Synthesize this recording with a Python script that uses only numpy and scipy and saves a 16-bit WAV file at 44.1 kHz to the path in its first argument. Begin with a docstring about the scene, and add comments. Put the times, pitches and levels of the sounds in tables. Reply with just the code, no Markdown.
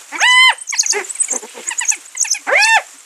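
"""Dry grassland, within earshot of wild dogs mobbing a feeding hyena; nearly mono, leaning right.
The dogs twitter: each chirp is a swooping whistle near 7 kHz, often followed by a short falling yip,
and the rest of the pack peeps further off. From the scuffle come two long arched squeals, a bark, low
grunts and soft whimpers. Grass hisses and rustles throughout; bush and ground scatter the calls back
to the microphone."""
import sys
import numpy as np
from scipy import signal
from scipy.fft import rfft, irfft, next_fast_len
from scipy.io import wavfile
from scipy.ndimage import uniform_filter1d, minimum_filter1d

SR = 44100
rng = np.random.default_rng(int(sys.argv[2]) if len(sys.argv) > 2 else 0)


def pcm_store(signal):
    """Save signal as 16-bit PCM."""
    levels = np.round(np.clip(np.atleast_2d(signal), -1, 1) * 32767)
    wavfile.write(sys.argv[1], SR, levels.astype(np.int16).T)


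N = 134505
T = np.arange(N) / SR
CUTOFF_HZ = 15200  # no harmonics above this

# Colour of the grass. Each row: frequency in Hz, gain in dB.
GRASS_COLOUR = [(59, -22), (100, -12), (257, -10.5), (831, -4.5), (962, -2), (1240, -1), (2690, -1.5),
                (4730, -5.5), (7350, 4.5), (15000, -17.5)]
# Its rise and fall. Each row: time in seconds, gain in dB.
GRASS_SWELL = [(0,3.5),(.5,1.5),(.65,-4),(1,6.5),(1.4,4),(1.55,3.5),(1.9,7),(2.08,-1),(2.45,1),(2.9,3),(3.05,-1)]
# Grunts and the bark. Each row: start and length in seconds, pitch at start, middle and end in Hz,
# level in dB, treble tilt in dB, roughness (0 is clean).
GRUNT_CALLS = [(0.114,0.074,259.5,310.3,350,-23.5,4,0.4),(.925,.105,302.7,419,276.4,-18,6,0.43),(1.299,0.091,232.7,260,221,-28.5,-14,1.18),
               (1.417,0.05,214.4,223.2,253,-29.5,-16,0.5),(1.537,0.083,227.5,245.6,168,-32.5,-13.5,1),(1.646,0.069,281,354,314,-34.5,11,0.84),(2.463,0.042,246,294.5,349,-24,3,0.95)]
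# Throat resonances of grunts and of yips. Each row: frequency in Hz, gain in dB.
GRUNT_RESONANCES = [(170,2),(260,-4.5),(420,6),(620,-14),(900,4.5),(1250,-10.5),(2100,0.5),(2600,-11.5),(3600,-28.5),(7000,-22)]
YIP_RESONANCES = [(500,-35),(950,-0.5),(1400,-13.5),(1800,0.5),(2200,10.5),(2600,4),(3200,-6.5),(3800,-14),(4600,-11.5),(6500,-32)]
# Short notes. Each row: start and length in seconds, first and last pitch in Hz, level in dB.
YIP_NOTES = [(0.153,0.01,1210,1010,-15.5),(0.724,0.03,1171,783,-16.5),(0.829,0.028,932,670,-25),(.925,0.027,913,907,-23),
             (1.153,0.03,810,630,-37.5),(1.222,0.031,634,470,-36.5),(1.282,0.013,777,724,-22.5),(1.705,0.029,997,811,-19),(1.807,0.041,1024,713,-18.5),
             (1.914,0.034,900,701,-19.5),(2.149,0.0105,1110,914,-23),(2.244,0.028,933,682,-21),(2.343,0.035,855,697,-22.5),(2.57,0.014,1140,930,-14),(2.664,0.017,1220,990,-19.5)]
PEEP_NOTES = [(.516,0.027,8400,8870,-25.5),(.578,0.019,8470,8320,-27),(.607,0.024,7660,9570,-21),(.860,0.0086,7440,5600,-7),(1.043,0.015,6730,7500,-22),
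              (1.150,0.012,7400,9200,-18.5),(1.423,0.013,7400,6900,-28),(1.849,0.012,6740,6400,-16.5),(1.945,0.016,7700,9600,-25.5),
              (2.686,0.015,8750,6540,-14),(2.75,0.0068,6230,7800,-16)]
BARK_FUNDAMENTAL = [(.94,0.0974,424,365.5,-21.5)]
WHIMPER_NOTES = [(1.96,0.039,373,293,-42),(2.385,0.047,305,280,-48.5),(2.935,0.044,285,274,-49.5)]
# The twitter. Each row: time of the main dip in seconds, time stretch, trough, crest and dip in Hz,
# crest gain in dB, lead-in against the crest in dB, gain of the upward flick in dB.
CHIRP_CALLS = [(.220,0.73,6280,6600,5200,-8,-18,-7.5),(.324,0.94,5850,6400,4500,-14.5,1.5,-16),(0.706,0.66,5900,6560,5500,-10.5,-11,-10),
               (.813,1.24,4210,6730,4200,0,-13.5,-10.5),(0.915,0.98,5580,6780,4500,-2,-14,-4),(1.106,0.66,7630,7720,7870,-20,-8,-10.5),
               (1.216,0.69,7900,8190,8100,-6,-19,-3),(1.244,0.77,7570,6900,6750,-20.5,-20,-10),(1.324,0.86,6470,7480,6100,-9.5,-9.5,-7),
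               (1.358,0.98,6620,6180,6100,-21,-21,-7),(1.686,.75,6460,6690,7000,-17.5,-30,-8),(1.793,0.52,6470,6840,6900,-12,-46,-2.5),
               (1.9,0.81,5760,6780,5750,-3.5,-25,-1),(2.222,1.01,6020,6890,5500,-5.5,-9,-1),(2.327,1.03,5300,6340,5000,-3,-9,-2),
               (2.641,1.2,4490,5670,4200,-1.5,-37,-1)]
# Every chirp's swoop, in seconds from the dip before stretching: entry, trough, crest, dip, flick, top,
# and last the ending, just short of the top.
SWOOP_TIMES = [-.056,-.034,-0.013,0.00015,0.0146,0.044,0.043]
# A chirp's envelope. Each row: seconds from the dip before stretching, gain in dB.
CHIRP_ENVELOPE = [(-.032,-15),(-.02,-7.5),(-.008,2),(0,-1),(.006,-0.5),(0.015,-23.5),(.056,-23)]
# Strength of the whistle, and of its octave against it. Each row: frequency in Hz, gain in dB.
WHISTLE_COLOUR = [(4200,-9),(5400,-11),(6400,-4),(8200,-0.5),(9500,-5),(12000,-10.5)]
WHISTLE_OCTAVE = [(8500,-12.5),(11000,-15.5),(13000,-32.5),(15000,-40)]
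# Arch of each squeal. Each row: time in seconds, pitch in Hz.
FIRST_SQUEAL_PITCH = [(.185,403),(.2,509),(.216,689),(.238,886),(.256,964),(.28,998),(.35,1001),(.44,1037),(.47,1027),(.49,988),(.503,892),(.52,616),(.545,442.6)]
SECOND_SQUEAL_PITCH = [(2.468,259.2),(2.5,404),(2.518,496.7),(2.542,612.3),(2.56,707),(2.585,793),(2.61,829),(2.66,888.4),(2.7,899.7),(2.745,895.7),(2.766,850),(2.782,669),(2.81,398)]
# Body of each squeal. Each row: time in seconds, levels of harmonics 1, 2 and 3 in dB.
FIRST_SQUEAL_LEVELS = [(0.187,-60,-42,-26),(0.217,-21.5,-23.5,-18.5),(0.239,-17,-12,-15),(.27,-21,-12.5,-17.5),(.36,-17.5,-10.5,-15),(0.441,-17.5,-10,-11.5),(.485,-16,-12.5,-12),(0.501,-9.5,-13,-19),(0.518,-36,-27,-28.5),(.545,-41,-42,-50)]
SECOND_SQUEAL_LEVELS = [(2.467,-48,-35,-40),(2.497,-35,-24.5,-28.5),(2.533,-12,-21.5,-16.5),(2.56,-25.5,-40,-11),(2.603,-20.5,-16.5,-14),(2.67,-21.5,-19,-18),(2.743,-15.5,-11.5,-18),(2.771,-10,-16,-18.5),(2.783,-23,-27,-18.5),(2.811,-46,-45,-54)]
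# Upper harmonics at the top of the arch. Each row: frequency in Hz, dB against harmonics 2 and 3.
FIRST_SQUEAL_OVERTONES = [(1500,16),(3000,4),(4050,-14.5),(5100,-16.5),(6100,-45),(7100,-22),(8100,-17.5),(9200,-26),(10200,-35),(11200,-30),(13200,-58)]
SECOND_SQUEAL_OVERTONES = [(1500,30),(2700,-4.5),(3600,-8.5),(4500,-18.5),(5400,-15.5),(8000,-18.5),(9000,-24.5),(11000,-36),(13200,-36)]
# A squeal is hoarse when low. Each row: pitch in Hz, roughness.
SQUEAL_HOARSENESS = [(300,0.87),(500,0.38),(700,0.25),(900,0.05),(1050,0.04)]
# Scuffs in the grass. Each row: start and length in seconds, level in dB.
SCUFF_STROKES = [(1.464,0.096,-42),(1.56,0.088,-40),(1.627,.013,-38.5)]
# Their band: lower and upper edge in Hz.
SCUFF_EDGES_HZ = [2050, 3450]
# What bush and ground throw back. Each row: frequency in Hz, gain in dB.
BUSH_COLOUR = [(200,-26),(500,-3),(1000,-17.5),(2200,-10.5),(4000,-14.5),(8000,-14)]
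# One faint distant return: its delay, then its colour. Each row: frequency in Hz, gain in dB.
FAR_ECHO_S, FAR_ECHO = .18, [(2100, -60), (3050, -40), (4200, -61)]
# Balance at the microphone. Each row: frequency in Hz, left minus right in dB.
STEREO_LEAN = [(560,0.5),(1050,-1.5),(2200,-2.5),(6000,0)]
# The microphone's response. Each row: frequency in Hz, gain in dB.
MIC_RESPONSE = [(30,-12),(100,-11),(165,-5.5),(215,-8.5),(260,0.5),(12500,0),(14500,-9),(16000,-13)]


def from_db(db):
    """Decibels to gain."""
    return 10 ** (np.asarray(db) / 20)


def rms_one(x):
    """Scale to rms 1."""
    return x / np.sqrt(np.mean(x ** 2) + 1e-20)


def at_hz(points, hz):
    """Read a spectrum on a log-frequency axis."""
    f, values = np.transpose(points)
    return np.interp(np.log(np.maximum(hz, 1)), np.log(f), values)


def drift(rate_hz, size):
    """Smooth random wander with spread near 1."""
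    pole = np.exp(-2 * np.pi * rate_hz / SR)
    slow = signal.lfilter([1], [1, -2 * pole, pole * pole], rng.standard_normal(size + SR // 4))
    return rms_one(slow)[-size:]


def coloured(x, points, share=1):
    """Filter by a smooth spectrum, its decibels scaled by share."""
    size = next_fast_len(N + SR // 4)
    hz = np.arange(size // 2 + 1) * SR / size
    return irfft(rfft(x, size) * from_db(share * at_hz(points, hz)), size)[:N]


def span(start, end):
    """Sample times of a call."""
    return T[max(int(start * SR), 0):int(end * SR)]


def add(out, t, x):
    """Mix a call in at its time."""
    i = int(round(t[0] * SR))
    out[i:i + len(x)] += x


def gate(t, attack_s, release_s):
    """Rounded onset and ending."""
    rise = np.clip((t - t[0]) / attack_s, 0, 1)
    fall = np.clip((t[-1] - t) / release_s, 0, 1)
    return np.sin(np.pi / 2 * rise) * np.sin(np.pi / 2 * fall)


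def voice(hz, gains, rough, jitter=0.0553, shimmer=0.27, rasp=0.47, rasp_hz=130):
    """Harmonics of one pulsing source; roughness shakes its pitch, its strength and each harmonic."""
    size = len(hz)
    phase = 2 * np.pi * np.cumsum(hz * (1 + jitter * rough * drift(105, size))) / SR
    out = np.zeros(size)
    for k, gain in enumerate(gains, 1):
        shake = rasp * rough * (drift(rasp_hz, size) + 1j * drift(rasp_hz, size))
        harmonic = np.exp(1j * (k * phase - k * k * np.pi / 2))
        out += gain * (k * hz < CUTOFF_HZ) * np.real((1 + shake) * harmonic)
    return np.sqrt(2) * out * (1 + shimmer * rough * drift(113, size))


def through_throat(throat, hz, count, treble_db=0):
    """Harmonic gains set by the throat resonances, total power 1."""
    harmonic_hz = np.arange(1, count + 1)[:, None] * hz
    tilt_db = treble_db * np.clip(np.log2(harmonic_hz / 500) / 2, 0, 1)
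    gains = from_db(at_hz(throat, harmonic_hz) + tilt_db)
    return gains / np.sqrt(np.sum(gains ** 2, axis=0))


def glides(rows, waver):
    """Short, nearly pure sliding notes that swell and fade."""
    out = np.zeros(N)
    for start, length, start_hz, end_hz, db in rows:
        t = span(start, start + length)
        hz = np.linspace(start_hz, end_hz, len(t)) * (1 + waver * drift(134, len(t)))
        tone = np.sin(2 * np.pi * np.cumsum(hz) / SR)
        add(out, t, from_db(db) * gate(t, length / 2, length / 2) * tone)
    return out


def grass(base_db=-43, flicker_db=1.5, snaps_per_s=600, snaps_against_hiss_db=-7.5):
    """A bright hiss of dry grass, with small snaps of stalks."""
    level = from_db(base_db + np.interp(T, *np.transpose(GRASS_SWELL)))
    hiss = rng.standard_normal(N) * from_db(flicker_db * drift(24.4, N))
    snaps = (rng.random(N) < snaps_per_s / SR) * rng.standard_normal(N)
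    snaps *= from_db(1.17 * np.minimum(rng.exponential(1, N), 4))  # a few stand out
    rustle = from_db(snaps_against_hiss_db) * rms_one(coloured(snaps, GRASS_COLOUR))
    return level * (rms_one(coloured(hiss, GRASS_COLOUR)) + rustle)


def far_pack(count=45, faintest_db=-37.5):
    """Faint peeps at random from dogs further off."""
    rows = [(when * (T[-1] - .03), 0.006 + 0.0174 * length,
             6500 + 2000 * first, 6500 + 2500 * last, faintest_db + 6 * loud)
            for when, length, first, last, loud in rng.random((count, 5))]
    return glides(rows, waver=0.0317)


def grunts():
    """Low hoarse grunts and the bark: a rough voice on a curving pitch, shaped by the throat."""
    out = np.zeros(N)
    for start, length, start_hz, middle_hz, end_hz, db, treble_db, rough in GRUNT_CALLS:
        t = span(start, start + length)
        curve = np.polyfit([0, .5, 1], [start_hz, middle_hz, end_hz], 2)
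        hz = np.polyval(curve, np.linspace(0, 1, len(t)))
        gains = through_throat(GRUNT_RESONANCES, hz, count=20, treble_db=treble_db)
        envelope = from_db(db) * gate(t, 0.62 * length, 0.54 * length) ** 0.97
        add(out, t, envelope * voice(hz, gains, rough))
    return out


def yips():
    """Voiced notes that fade as their pitch falls ever faster."""
    out = np.zeros(N)
    for start, length, start_hz, end_hz, db in YIP_NOTES:
        t = span(start, start + length)
        progress = np.linspace(0, 1, len(t))
        hz = start_hz + (end_hz - start_hz) * progress ** 1.46
        envelope = from_db(db - 7.3 * progress ** 2) * gate(t, 0.0076, 0.0014)
        add(out, t, envelope * voice(hz, through_throat(YIP_RESONANCES, hz, count=8), rough=0.19))
    return out


def chirps(entry_ratio=1.4, flick_hz=9580, top_hz=11290, rasp_db=-21.5):
    """The dogs' whistles swing down, up, down, then flick upward into a thin trembling tail."""
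    out = np.zeros(N)
    shape_s, shape_db = np.transpose(CHIRP_ENVELOPE)
    level_s = np.r_[SWOOP_TIMES[0], -.043, shape_s]  # two lead-in points, then the envelope
    for dip_s, stretch, trough_hz, crest_hz, dip_hz, crest_db, lead_db, flick_db in CHIRP_CALLS:
        *turns_s, end = dip_s + stretch * np.array(SWOOP_TIMES)
        turns_hz = [entry_ratio * trough_hz, trough_hz, crest_hz, dip_hz, flick_hz, top_hz]
        t, steps = span(turns_s[0], end), np.arange(len(turns_s))
        stage = np.interp(t, turns_s, steps)
        eased = np.floor(stage) + (1 - np.cos(np.pi * (stage % 1))) / 2
        waver = 0.0039 + 0.008 * np.clip(stage - 4, 0, 1)  # scratchier after the flick
        hz = np.interp(eased, steps, turns_hz) * (1 + waver * drift(500, len(t)))
        db = np.interp((t - dip_s) / stretch, level_s, np.r_[lead_db - 16, lead_db, shape_db])
        db += np.interp(t - dip_s, [-.004, .003], [crest_db, flick_db]) + at_hz(WHISTLE_COLOUR, hz)
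        db += np.clip(5 * drift(150, len(t)), -2, 2)  # quick flutter
        phase = 2 * np.pi * np.cumsum(hz) / SR
        octave_gain = from_db(at_hz(WHISTLE_OCTAVE, 2 * hz)) * (2 * hz < CUTOFF_HZ)
        tone = np.sin(phase) + octave_gain * np.sin(2 * phase)
        rasp = 1 + from_db(rasp_db) * drift(660, len(t))
        add(out, t, from_db(db) * tone * rasp * gate(t, 0.0016, 0.0017))
    return out


def squeal(pitch, levels, overtones, dulling_db_per_octave=19):
    """A long cry that climbs out of a rasp into a clean held note, then dulls as it drops back."""
    t, out = span(pitch[0][0], pitch[-1][0]), np.zeros(N)
    hz = uniform_filter1d(np.interp(t, *np.transpose(pitch)), size=441, mode="nearest")
    hz *= 1 + 0.00075 * drift(31, len(t))
    times, *harmonics_db = np.transpose(levels)
    low_db = [uniform_filter1d(np.interp(t, times, db), size=350, mode="nearest") for db in harmonics_db]
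    anchor_db = (low_db[1] + low_db[2]) / 2 + dulling_db_per_octave * np.log2(hz / hz.max())
    upper_db = [anchor_db + at_hz(overtones, k * hz) + 2 * drift(9.2, len(t)) for k in range(4, 16)]
    cry = voice(hz, from_db(low_db + upper_db), rough=at_hz(SQUEAL_HOARSENESS, hz))
    add(out, t, cry * gate(t, 0.0021, 0.0088))
    return out


def peeps():
    """Tiny high whistles among the chirps."""
    return glides(PEEP_NOTES, waver=0.0074)


def bark_tone():
    """The firm falling fundamental inside the hoarse bark."""
    return glides(BARK_FUNDAMENTAL, waver=0.0074)


def scuffs():
    """Short grainy swishes through the stalks."""
    level = np.zeros(N)
    for start, length, db in SCUFF_STROKES:
        t = span(start, start + length)
        add(level, t, from_db(db) * gate(t, length / 10, length / 2))
    band = signal.butter(2, SCUFF_EDGES_HZ, "band", fs=SR, output="sos")
    return level * rms_one(signal.sosfilt(band, rng.laplace(size=N)))


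def whimpers():
    """Soft low notes that sag and waver."""
    return glides(WHIMPER_NOTES, waver=0.04)


def bush(x, early_t60_s=0.16, late_t60_s=0.46, late_db=-26.5):
    """Diffuse returns: a quick scatter from nearby, a faint long tail from far off."""
    t = T[:SR]
    decay = from_db(-60 * t / early_t60_s) + from_db(late_db - 60 * t / late_t60_s)
    response = rng.standard_normal(SR) * decay * (t > .002)
    response /= np.sqrt(np.sum(response ** 2))
    return coloured(signal.fftconvolve(x, response)[:N], BUSH_COLOUR)


def far_echo(x):
    """One faint, thin reflection from a distance."""
    return coloured(np.interp(T - FAR_ECHO_S, T, x), FAR_ECHO)


def scene():
    """What reaches the microphone: the calls, their returns and the grass, leaning slightly right."""
    scuffle = squeal(FIRST_SQUEAL_PITCH, FIRST_SQUEAL_LEVELS, FIRST_SQUEAL_OVERTONES)
    scuffle += squeal(SECOND_SQUEAL_PITCH, SECOND_SQUEAL_LEVELS, SECOND_SQUEAL_OVERTONES)
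    scuffle += grunts()
    low_cut = signal.butter(6, 195, "high", fs=SR, output="sos")
    calls = signal.sosfilt(low_cut, scuffle + 1e-18)
    calls += chirps() + yips() + peeps() + bark_tone() + whimpers() + far_pack() + scuffs()
    mono = calls + bush(calls) + far_echo(calls) + grass()
    return np.array([coloured(mono, STEREO_LEAN, share=side / 2) for side in (1, -1)])


def record(dry):
    """The microphone thins the bass, a fast limiter holds the peaks under full scale, the top is cut."""
    x = np.array([coloured(channel, MIC_RESPONSE) for channel in dry])
    ceiling, window = .98, 133  # a window of 3 ms
    needed_gain = ceiling / np.maximum(np.abs(x).max(axis=0), ceiling)
    limited = x * uniform_filter1d(minimum_filter1d(needed_gain, size=window), size=window)
    top_cut = signal.cheby2(12, 50, CUTOFF_HZ + 600, fs=SR, output="sos")
    return signal.sosfiltfilt(top_cut, limited)


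dry = scene()
out = record(dry)
pcm_store(out)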